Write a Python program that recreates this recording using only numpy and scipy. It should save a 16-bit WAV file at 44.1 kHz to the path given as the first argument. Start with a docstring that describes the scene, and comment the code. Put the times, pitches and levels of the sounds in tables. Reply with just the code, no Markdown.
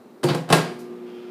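"""First come a few plastic knocks: a microwave door is pushed shut, close by in a small kitchen.
Its latch hooks meet their ramps, scrape and squeak over them, then snap in as the door hits the cabinet.
Each blow makes the door, the cabinet and the latch ring. Then the oven starts: the transformer hums,
a fan blows, there is a faint tick like a relay's, and a soft buzz joins over the quiet room."""
import sys
import numpy as np
from scipy import signal
from scipy.fft import rfft, irfft
from scipy.io import wavfile
from scipy.ndimage import uniform_filter1d

SR = 44100
rng = np.random.default_rng(int(sys.argv[2]) if len(sys.argv) > 2 else 0)


def pcm_store(signal):
    """Save signal as 16-bit PCM."""
    levels = np.round(np.clip(np.atleast_2d(signal), -1, 1) * 32767)
    wavfile.write(sys.argv[1], SR, levels.astype(np.int16).T)


N = 57330
MAINS_HZ = 60


def gain(db):
    """Turn decibels into a number to multiply a sound by."""
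    return 10 ** (np.asarray(db) / 20)


def at_pitch(hz, points):
    """Read between (frequency, value) points, giving every octave the same width."""
    freqs, values = np.array(points, float).T
    return np.interp(np.log(np.maximum(hz, 1)), np.log(freqs), values)


def noise(colour, peaky_db=0, peak_width_hz=32):
    """Noise of average strength (rms) 1, shaped by a colour table; peaky_db adds random narrow peaks."""
    hz = np.fft.rfftfreq(N, 1 / SR)
    heights = np.clip(rng.standard_normal(4096), -3, 1.2)
    peaks = np.interp(hz / peak_width_hz, np.arange(4096), heights)
    white = rfft(rng.standard_normal(N))
    shaped = irfft(white * gain(at_pitch(hz, colour) + peaky_db * peaks), N)
    return shaped / shaped.std()


def wander(rate_hz):
    """A smooth random drift, typically about 1 up or down."""
    width = max(int(SR / rate_hz), 1)
    drift = uniform_filter1d(uniform_filter1d(rng.standard_normal(N), width), width)
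    return drift / drift.std()


def since(start):
    """Seconds since a moment, zero before it."""
    return np.maximum(np.arange(N) / SR - start, 0)


def fade_in(start, rise_s):
    """A straight rise from 0 to 1."""
    return np.minimum(since(start) / rise_s, 1)


def ring(age, rise_s, ring_s):
    """Rise quickly, then die away; the ring time is how long a fall of 60 dB takes."""
    return (1 - np.exp(-age / rise_s)) * np.exp(-np.log(1000) * age / ring_s)


def octaves(sound):
    """Split a sound into overlapping octaves, each given as (centre frequency, band)."""
    centres = 125 * 2. ** np.arange(8)
    spectrum, hz = rfft(sound), np.fft.rfftfreq(N, 1 / SR)
    for centre in centres:
        share = at_pitch(hz, list(zip(centres, centres == centre)))
        yield centre, irfft(spectrum * share, N)


def hum(tones, start, waver_db=1.6):
    """Electric hum: tones at whole multiples of the mains frequency, each wavering and slowly fading."""
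    total = 0
    for multiple, db, fall in tones:
        level_db = db - fall * since(start) + waver_db * wander(30)
        total += np.sqrt(2) * gain(level_db) * np.cos(2 * np.pi * multiple * MAINS_HZ * since(0))
    return total


# Colour of the quiet kitchen (frequency [Hz], relative level [dB])
ROOM_COLOUR = [(18, -84), (30, -57), (228, 0), (288, -7), (437, -4.5), (581, -12.5), (680, -12.5),
               (735, -14.5), (1140, -19), (1920, -27.5), (3590, -36.5), (3880, -30.5), (5170, -39),
               (15000, -42.5)]
# Its faint hum (multiple of the mains [x], level [dB], fall [dB/s])
ROOM_TONES = [(4, -60, 0.022), (6, -57.5, 0.009)]
def room():
    """The kitchen's low, steady rush with a trace of mains hum."""
    return gain(-48) * noise(ROOM_COLOUR) + hum(ROOM_TONES, 0)


# Colour of the buzz (frequency [Hz], relative level [dB])
BUZZ_COLOUR = [(500, -35), (1400, 5), (2300, 0.5), (3200, 5.5), (3800, -6.5), (4800, -5), (6500, -16.5),
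               (15000, -27)]
def buzz(start, fall_db_per_s=4, depth=0.24):
    """A soft buzz: hiss that pulses at twice the mains frequency."""
    loudness = fade_in(start, rise_s=0.025) * gain(-55 - fall_db_per_s * since(start))
    pulsing = 1 + depth * np.sin(2 * np.pi * 2 * MAINS_HZ * since(0))
    return loudness * pulsing * noise(BUZZ_COLOUR, peaky_db=8.5)


# Colour of the tick (frequency [Hz], relative level [dB])
TICK_COLOUR = [(300, -16.5), (2500, -9), (5000, 5), (7500, 1), (12500, 0.5), (15000, -6)]
def tick(start):
    """A faint, bright tick, like a relay (an electric switch) closing."""
    return gain(-50) * noise(TICK_COLOUR) * ring(since(start), rise_s=0.0039, ring_s=0.28)


# Colour of the moving air (frequency [Hz], relative level [dB])
FAN_COLOUR = [(30, -42), (80, -39), (130, -14), (185, 2), (280, 3.5), (400, 6.5), (550, -10.5), (800, -4.5),
              (1250, -11.5), (2200, -15), (3200, -19.5), (4500, -24.5), (7000, -35), (15000, -39)]
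def fan(start, fall_db_per_s=7):
    """The fan's rush of air comes in quickly, then eases off."""
    loudness = fade_in(start, rise_s=0.08) * gain(-45.5 - fall_db_per_s * since(start))
    return loudness * noise(FAN_COLOUR)


# Tones of the oven's hum (multiple of the mains [x], starting level [dB], fall [dB/s])
TRANSFORMER_TONES = [(2, -62, 20), (3, -51.5, 7.5), (4, -40, 16), (5, -72, 10), (6, -39, 2.5), (8, -54, 0),
                     (10, -63, 2), (12, -62, 8), (20, -60, 5.5)]
def transformer(start):
    """Mains current makes the transformer hum; the hum settles after switching on."""
    return fade_in(start, rise_s=0.08) * hum(TRANSFORMER_TONES, start)


# Loudness of the sliding hooks (time [s], level [dB])
SLIDE_LEVELS = [(.25, -59), (.28, -29.5), (.298, -19.5), (0.319, -28), (.338, -27), (.36, -44.5),
                (0.392, -36), (.41, -60)]
# Colour of their scraping (frequency [Hz], relative level [dB])
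SCRAPE_COLOUR = [(60, -33), (140, 17), (450, 1), (1000, 0), (1400, -8), (3200, -7), (4600, -9.5),
                 (6200, -28), (15000, -46)]
def hook_scrape(flicker_db=0.5):
    """The latch hooks stick and slip along their ramps, so the scrape flickers a little."""
    times, levels = np.array(SLIDE_LEVELS).T
    slide_db = np.interp(since(0), times, levels, left=-120, right=-120)
    slip_db = flicker_db * (wander(500) - 1)
    return gain(slide_db + slip_db) * noise(SCRAPE_COLOUR, peaky_db=1)


def hook_squeak(start, pitch_hz=4600, jitter=0.0159, hold_s=0.023, fade_s=0.0088):
    """The rubbing hooks give one short, high squeak with a shaky pitch."""
    hz = pitch_hz * (1 + jitter * wander(510))
    phase = 2 * np.pi * np.cumsum(hz) / SR
    loudness = fade_in(start, rise_s=0.00074) * np.exp(-since(start + hold_s) / fade_s)
    return gain(-36.5) * loudness * np.sin(phase)


def deep_thump(start, pitch_hz=26):
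    """A very deep, short thump at the slam."""
    age = since(start)
    return gain(-25) * np.sin(2 * np.pi * pitch_hz * age) * ring(age, rise_s=0.0013, ring_s=0.041)


# Where a clatter's low, middle and high levels apply (frequency [Hz])
CLATTER_PITCHES = [600, 3000, 9000]
# Colour of the sharp crack that opens a clatter (frequency [Hz], relative level [dB])
CRACK_COLOUR = [(30, -21), (80, -27), (250, 6.5), (600, 1.5), (850, 2), (1100, 3.5), (1700, -5),
                (2400, -6.5), (4500, -6), (6500, -14.5), (9500, -13.5), (15000, -31.5)]
# Colour of the ringing tail after it (frequency [Hz], relative level [dB])
TAIL_COLOUR = [(30, -62), (80, -26), (130, -6.5), (210, -9), (350, 2.5), (700, 1.5), (1100, -5),
               (1300, -5.5), (2200, -9.5), (4500, -13), (6300, -18), (9500, -18.5), (15000, -28)]
# How long that tail lasts in the kitchen (frequency [Hz], ring time [s])
KITCHEN_RING_TIMES = [(120, 0.83), (500, 0.42), (1500, 0.47), (4500, 0.42), (9000, 0.31), (15000, 0.22)]
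def clatter(start, low_db, middle_db, high_db, crack_db, rise_s=0.0039):
    """Plastic and sheet metal ring at many pitches at once: a crack, a tail, then lingering metal."""
    age = since(start)
    balance = list(zip(CLATTER_PITCHES, (low_db, middle_db, high_db)))
    crack = sum(gain(at_pitch(hz, balance)) * band for hz, band in octaves(noise(CRACK_COLOUR)))
    crack *= ring(age, rise_s=0.0012, ring_s=0.039)
    tail = 0
    for hz, band in octaves(noise(TAIL_COLOUR)):
        fading = ring(age, rise_s, at_pitch(hz, KITCHEN_RING_TIMES))
        tail += gain(at_pitch(hz, balance)) * band * fading
    metal = noise(TAIL_COLOUR, peaky_db=5.5) * ring(age, rise_s, ring_s=0.73)
    return gain(crack_db) * crack + gain(-2.5) * tail + gain(middle_db - 22.5) * metal


def struck(tones, start, swell_cycles=1.56):
    """A struck part rings with its own tones; each builds up over a few cycles and dies away."""
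    age = since(start)
    return sum(gain(db) * np.sin(2 * np.pi * hz * age) * ring(age, swell_cycles / hz, ring_s)
               for hz, db, ring_s in tones)


# Tones of the door (frequency [Hz], relative level [dB], ring time [s])
DOOR_TONES = [(133.3, -10, 0.32), (145.9, -2.5, .3), (255.3, -17, 0.41), (353, 0.5, 0.2), (474, -12, 0.15),
              (527, -10, 0.19), (718, -29, 0.17), (806.7, -26.5, 0.62), (932, -9.5, 0.076)]
# Tones of the cabinet (frequency [Hz], relative level [dB], ring time [s])
CABINET_TONES = [(159.95, 2, 0.36), (178.4, -6, 0.41), (283.1, -3.5, 0.47), (327, -14, 0.22),
                 (379.7, -16, 0.69), (421.2, -20, 0.47), (460.2, -11.5, .4), (503.7, -6.5, 0.42),
                 (560, -12.5, 0.12), (692, -12, 0.31), (713, -17, 0.64), (838, -10.5, 0.28),
                 (1007, -16.5, 0.35), (1086, -15, 0.51)]
# Tones of the latch and its bracket (frequency [Hz], relative level [dB], ring time [s])
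LATCH_TONES = [(1146, -8, .25), (1384, -2.5, 0.32), (1620, -2, 0.47), (1656, 1.5, 0.13), (1960, -9, 0.21),
               (2030, -23, 0.8), (2252, -15.5, 0.66), (2644, -1.5, 0.14), (2918, -3, 0.2),
               (3500, -21, 0.13), (3940, -3.5, 0.19), (4147, -16, 0.44), (4340, -19, 0.31),
               (4750, -12.5, 0.49)]
# Each blow and how strongly it stirs each sound (time [s], door [dB], cabinet [dB],
# low clatter [dB], middle clatter [dB], high clatter [dB], extra gain for the crack [dB])
DOOR_BLOWS = [(0.2310, -58, -46, -21, -31, -29, 5), (0.2380, -34, -50, -33, -29, -22.5, 8.5),
              (0.2402, -10, -36, -23.5, -32, -54, -25), (0.2862, -46, -39, -30, -26.5, -29, 5),
              (0.3025, -22.5, -22.5, -29.5, -25.5, -37, 2.5), (0.3464, -20, -24, -27.5, -34, -28.5, 10),
              (0.478, -61, -36, -33, -47, -76, -3), (0.489, -51, -46, -28, -34.5, -34, 5.5),
              (0.5008, -16.5, -15, -16, -23.5, -23, 4), (0.525, -16, -48, -14.5, -14, -10, 7.5),
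              (0.5273, -18.5, -14, -16, -15, -31, 11)]
def door_blows(bass_edge_hz=113):
    """Every blow rings the door, cabinet and latch and sets off a clatter."""
    blows = np.zeros(N)
    for start, door_db, cabinet_db, low_db, middle_db, high_db, crack_db in DOOR_BLOWS:
        blows += gain(door_db) * struck(DOOR_TONES, start)
        blows += gain(cabinet_db) * struck(CABINET_TONES, start)
        blows += gain(middle_db - 13) * struck(LATCH_TONES, start)
        blows += clatter(start, low_db, middle_db, high_db, crack_db)
    # The deep bass of the blows is cut.
    bass_cut = signal.butter(4, bass_edge_hz, "high", fs=SR, output="sos")
    return signal.sosfilt(bass_cut, blows)


def scene():
    """The door shuts and the oven starts in the quiet kitchen; start times are in seconds."""
    closing = door_blows() + hook_scrape() + hook_squeak(start=0.264) + deep_thump(start=0.526)
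    running = transformer(start=0.61) + fan(start=0.61) + tick(start=0.788) + buzz(start=1.05)
    return (closing + running + room())[None]


def record(dry, top_hz=15400):
    """Peaks stop at full scale and the very highest treble is cut."""
    treble_cut = signal.ellip(10, .2, 70, top_hz, fs=SR, output="sos")
    return signal.sosfilt(treble_cut, np.clip(dry, -1, 1))


dry = scene()
out = record(dry)
pcm_store(out)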